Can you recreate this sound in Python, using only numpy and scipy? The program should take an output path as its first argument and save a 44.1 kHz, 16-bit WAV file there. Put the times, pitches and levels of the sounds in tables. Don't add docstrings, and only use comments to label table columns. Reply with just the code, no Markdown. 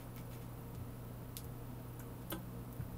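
import sys
import numpy as np
from scipy import signal
from scipy.fft import rfft, irfft
from scipy.io import wavfile
from scipy.ndimage import uniform_filter1d

SR = 44100
rng = np.random.default_rng(int(sys.argv[2]) if len(sys.argv) > 2 else 0)


def generate_wav(sig):
    pcm = np.round(np.clip(np.atleast_2d(sig).T, -1, 1) * 32767).astype(np.int16)
    wavfile.write(sys.argv[1], SR, pcm)


def convert_level_to_amplitude(level_db):
    exponent = np.asarray(level_db, float) / 20
    return 10 ** exponent


N = 130977

# frequency in Hz, density in dB per Hz.
AIR_COLOUR = [(15, -16), (70, -15.5), (170, -10.5), (450, -17.5), (1100, -22.5), (1800, -32), (6500, -43),
              (13000, -37)]
# frequency in Hz, width in Hz, level in dB.
ROOM_MODES = [(22.8, 3, -64), (90, 11, -65.5), (160.8, 14.5, -62.5), (181.1, 6.3, -62.5), (244.3, 22, -61),
              (273.1, 21.5, -64.5), (319.6, 80, -68), (465, 19.4, -64.5), (542, 26, -73),
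              (644.7, 20, -73.5), (931, 43, -73), (1490, 45, -83.5)]
# frequency in Hz, rms level in dB.
HUM_TONES = [(120.5, -51), (50.8, -60.5)]
# multiple of the shaft rate, rms level in dB.
SHAFT_TONES = [(1, -62), (19, -83), (22, -74.5), (45, -88.5), (50, -90.5), (51, -99), (52, -96), (53, -95)]
# multiple of the slot rate, rms level in dB.
SLOT_TONES = [(6, -77.5), (7, -87.5), (8, -71), (9, -77.5)]
# start in seconds, length in seconds, rms level in dB.
SCUFF_STROKES = [
    (0.162, 0.058, -59.5),
    (0.304, 0.085, -60),
    (0.408, 0.049, -63),
    (0, 0.04, -61),
    (2.211, .03, -66),
    (2.788, 0.043, -83),
]
# frequency in Hz, gain in dB.
SCUFF_COLOUR = [(500, -2), (2200, 1), (4500, -5.5), (8000, -9), (14000, -4)]
# start in seconds, peak level in dB, centre in Hz, width in Hz.
TICK_EVENTS = [(0.1623, -34.5, 13300, 2530), (0.1623, -44, 7500, 3000), (0.169, -43, 13000, 1500),
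               (0.184, -47.5, 14000, 3000), (0.214, -46, 12990, 3000), (0.18, -46, 4000, 1480),
               (0.334, -48, 7500, 3030), (0.75, -46, 7400, 2500), (0.7497, -47, 3200, 2500),
               (0.7555, -50, 7000, 2000), (0.758, -49, 3500, 2000), (1.4453, -37, 13200, 2980),
               (1.4451, -46.5, 7600, 2500), (1.4515, -44, 13000, 1200), (2.3022, -46.5, 4550, 2500),
               (1.483, -50, 13000, 4000), (2.7278, -37, 13200, 3000), (2.7281, -47.5, 8040, 2500),
               (2.734, -42, 14000, 2000), (2.766, -40, 13600, 4000)]
# peak level in dB, centre in Hz, width in Hz.
SNAP_LAYERS = [
    (-25, 11700, 2100),
    (-34.5, 7100, 2900),
    (-30.5, 3920, 1530),
]
# frequency in Hz, level in dB, 60 dB decay in seconds.
BOX_MODES = [(307, -4.5, 0.1), (330, 1, 0.072), (430, -12, 0.013), (551, -2.5, 0.024), (800, -7, .035),
             (1004, -5, 0.067), (1180, -6, 0.028), (1554, -4, 0.035), (1760, -11.5, 0.034),
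             (2240, -11.5, 0.0698), (3000, -3.5, 0.02), (3400, -6.5, 0.017), (3890, -10.5, 0.011)]
# start in seconds, level in dB, best-rung frequency in Hz, spread in octaves.
BOX_KNOCKS = [
    (2.3185, -42.5, 740, 2.3),
    (2.3245, -40, 590, 2.75),
    (2.002, -52.5, 1500, 0.97),
    (3, -50.5, 1340, 0.86),
    (2.808, -50.5, 1000, 1.2),
    (0.1625, -52, 2240, .12),
    (0.178, -48, 2240, .2),
]
# start in seconds, peak level in dB, frequency in Hz,
# 60 dB decay in seconds.
COUNTER_THUDS = [
    (0.184, -40.5, 169.2, 0.2),
    (0.199, -38.5, 244, 0.087),
    (0.775, -38, 90, 0.13214),
    (0.808, -41, 90, 0.17),
    (1.443, -41.5, 85.78, 0.18),
    (2.794, -31, 120, 0.0731),
    (2.803, -39.5, 172, .1),
    (2.33, -47, 181.5, 1),
    (2.815, -37, 90, 0.174),
    (2.938, -36, 70, .12),
]
# frequency in Hz, level in dB, 60 dB decay in seconds.
STEEL_MODES = [(4200, -2, .005), (6530, -1, 0.011), (7560, -3.5, 0.0052), (8770, -3, 0.019),
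               (9550, -3, .006), (10350, 0.5, .008), (11200, 0.5, 0.011), (12000, -3, 0.012),
               (12500, -2, 0.0082), (13200, -2, .006), (15000, -3, .008), (15200, -2, .009)]
# start in seconds, level in dB, best-rung frequency in Hz, spread in octaves.
STEEL_HITS_ON_TOOL = [
    (1.9935, -53, 11800, 0.33),
    (1.996, -53, 7300, 0.27),
    (2.3028, -44.5, 14300, 0.65),
    (2.3047, -41, 11800, 0.1),
    (2.3126, -55, 13050, .35),
    (2.3165, -52.5, 9600, .8),
    (2.323, -47.5, 9000, 0.24),
]
# frequency in Hz, 60 dB decay in seconds.
ECHO_DECAY = [(200, 0.23), (2000, 0.11), (6000, 0.17), (15000, 0.13)]
# delay in seconds, level in dB.
FIRST_REFLECTIONS = [(.0015, -31), (.0031, -16), (.0054, -18.5), (0.0104, -20)]


def evened(x):
    return x / np.sqrt(np.mean(x ** 2) + 1e-30)


def coloured(x, points):
    f, level_db = np.transpose(points)
    hz = np.fft.rfftfreq(len(x), 1 / SR)
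    gain_db = np.interp(np.log(hz + 1), np.log(f + 1), level_db)
    return irfft(rfft(x) * convert_level_to_amplitude(gain_db), len(x))


def add(mix, s, sound):
    part = mix[round(s * SR):][:len(sound)]
    part += sound[:len(part)]


def drift(per_s):
    hz = np.fft.rfftfreq(N, 1 / SR)
    spectrum = rfft(rng.standard_normal(N)) / (1 + (hz / per_s) ** 2)
    return evened(irfft(spectrum, N))


def air():
    hz = np.fft.rfftfreq(N, 1 / SR)
    modes = 0
    for f, width, db in ROOM_MODES:
        modes = modes + convert_level_to_amplitude(db) ** 2 / (1 + (2 * (hz - f) / width) ** 2) ** 2 / width
    boom = irfft(rfft(rng.standard_normal(N)) * np.sqrt(modes * 2 * SR / np.pi), N)
    hiss = evened(coloured(rng.standard_normal(N), AIR_COLOUR))
    return convert_level_to_amplitude(-55) * hiss + boom


def tone(hz, db, wobble_db):
    level = np.sqrt(2) * convert_level_to_amplitude(db + wobble_db * drift(3.8))
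    t = np.arange(N) / SR - 0.19
    return level * np.cos(2 * np.pi * hz * t)


def fridge():
    shaft_hz, slot_hz = 59.1, 1717
    slot_wander, slot_flutter_db = 0.0024, 3.5
    out = sum(tone(hz, db, 0.31) for hz, db in HUM_TONES)
    out = out + sum(tone(k * shaft_hz, db, 1.2) for k, db in SHAFT_TONES)
    turns = np.cumsum(slot_hz * (1 + slot_wander * drift(27.0))) / SR
    for k, db in SLOT_TONES:
        level = np.sqrt(2) * convert_level_to_amplitude(db + slot_flutter_db * drift(60.0))
        out = out + level * np.sin(2 * np.pi * k * turns)
    return out


def scuff(length, db):
    n = round(length * SR)
    slips_per_s = 2500
    slips = (rng.random(8000) < slips_per_s / SR) * rng.standard_normal(8000)
    stroke = np.sin(np.pi * (np.arange(n) / n) ** 0.55)
    return convert_level_to_amplitude(db) * evened(coloured(slips, SCUFF_COLOUR))[:n] * stroke


def tick(db, hz, width):
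    t = np.arange(200) / SR
    shape = t * np.exp(-2 * np.pi * width * t) * np.sin(2 * np.pi * hz * t)
    return convert_level_to_amplitude(db) * shape / abs(shape).max()


def snap():
    return sum((-1) ** k * tick(*row) for k, row in enumerate(SNAP_LAYERS))


def struck(modes, contact_s, db, centre_hz, octaves):
    chatter, crack_db, crack_s = 3.9, 2, 0.0035
    hz, level_db, t60 = np.transpose(modes)[:, :, None]
    t = np.arange(8000) / SR
    luck = rng.standard_normal((len(modes), 2))
    shake = rng.standard_normal((len(modes), 600)) + 1j * rng.standard_normal((len(modes), 600))
    contact = (1 + chatter * shake) * np.exp(-t[:600] / contact_s)
    decay = np.exp(-np.log(1000) * t / np.clip(t60, .003, .1))
    swell = signal.fftconvolve(decay, contact, axes=1)[:, :len(t)]
    turns = hz * (1 + 0.0081 * luck[:, :1]) * t + luck[:, 1:]
    rings = (swell * np.exp(2j * np.pi * turns)).imag
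    focus_db = level_db - np.minimum(10 * (np.log2(hz / centre_hz) / octaves) ** 2, 22.0)
    rung = (convert_level_to_amplitude(focus_db) * rings / abs(swell).max(axis=1, keepdims=True)).sum(axis=0)
    colour = [(hz[0, 0] / 2, -40), *zip(hz[:, 0], focus_db[:, 0]), (hz[-1, 0] * 2, -30)]
    crack = evened(coloured(rng.standard_normal(len(t)), colour)) * np.exp(-t / crack_s)
    return convert_level_to_amplitude(db) * (rung + convert_level_to_amplitude(crack_db + focus_db.max()) * crack)


def box_knock(db, centre_hz, octaves):
    return struck(BOX_MODES, 0.0015, db, centre_hz, octaves)


def thud(db, hz, t60):
    t = np.arange(12000) / SR
    rise_s = 0.0032
    return convert_level_to_amplitude(db - 60 * t / t60) * (1 - np.exp(-t / rise_s)) * np.sin(2 * np.pi * hz * t)


def steel_hit(db, centre_hz, octaves):
    return struck(STEEL_MODES, .0008, db, centre_hz, octaves)


def kitchen(x):
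    hz, t, z = signal.stft(rng.standard_normal(SR // 2), SR, nperseg=128)
    f, t60 = np.transpose(ECHO_DECAY)
    fade = convert_level_to_amplitude(-60 * t / np.interp(hz, f, t60)[:, None])
    tail = signal.istft(z * fade, SR, nperseg=128)[1]
    tail = tail * np.minimum(np.arange(len(tail)) / (0.0021 * SR), 1)
    tail = convert_level_to_amplitude(-2) * tail / np.linalg.norm(tail)
    for s, db in FIRST_REFLECTIONS:
        add(tail, s, convert_level_to_amplitude(np.array([db])))
    return x + signal.fftconvolve(x, tail)[:N]


def below(x, edge_hz):
    return irfft(rfft(x) * (np.fft.rfftfreq(N, 1 / SR) < edge_hz), N)


def scene():
    hands, ticks, counter = np.zeros((3, N))
    for s, *row in SCUFF_STROKES:
        add(hands, s, scuff(*row))
    for s, *row in TICK_EVENTS:
        add(ticks, s, tick(*row))
    for s, *row in BOX_KNOCKS:
        add(hands, s, box_knock(*row))
    for s, *row in COUNTER_THUDS:
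        add(counter, s, thud(*row))
    add(hands, 1.3682, snap())
    for s, *row in STEEL_HITS_ON_TOOL:
        add(hands, s, steel_hit(*row))
    wet = convert_level_to_amplitude(-6.5)
    handling = kitchen(hands + wet * ticks) + (1 - wet) * ticks
    return (handling + counter + air() + fridge())[None]


def band_limit(x):
    return signal.sosfilt(signal.butter(12, 16670, fs=SR, output="sos"), x)


def record(dry):
    low = below(dry, 15740)
    top = below(dry, 16560) - low
    loud = uniform_filter1d(top ** 2, size=256) > convert_level_to_amplitude(-65.5) ** 2
    gate = uniform_filter1d(loud * 1., size=256)
    return band_limit(low + top * gate)


dry = scene()
out = record(dry)
generate_wav(out)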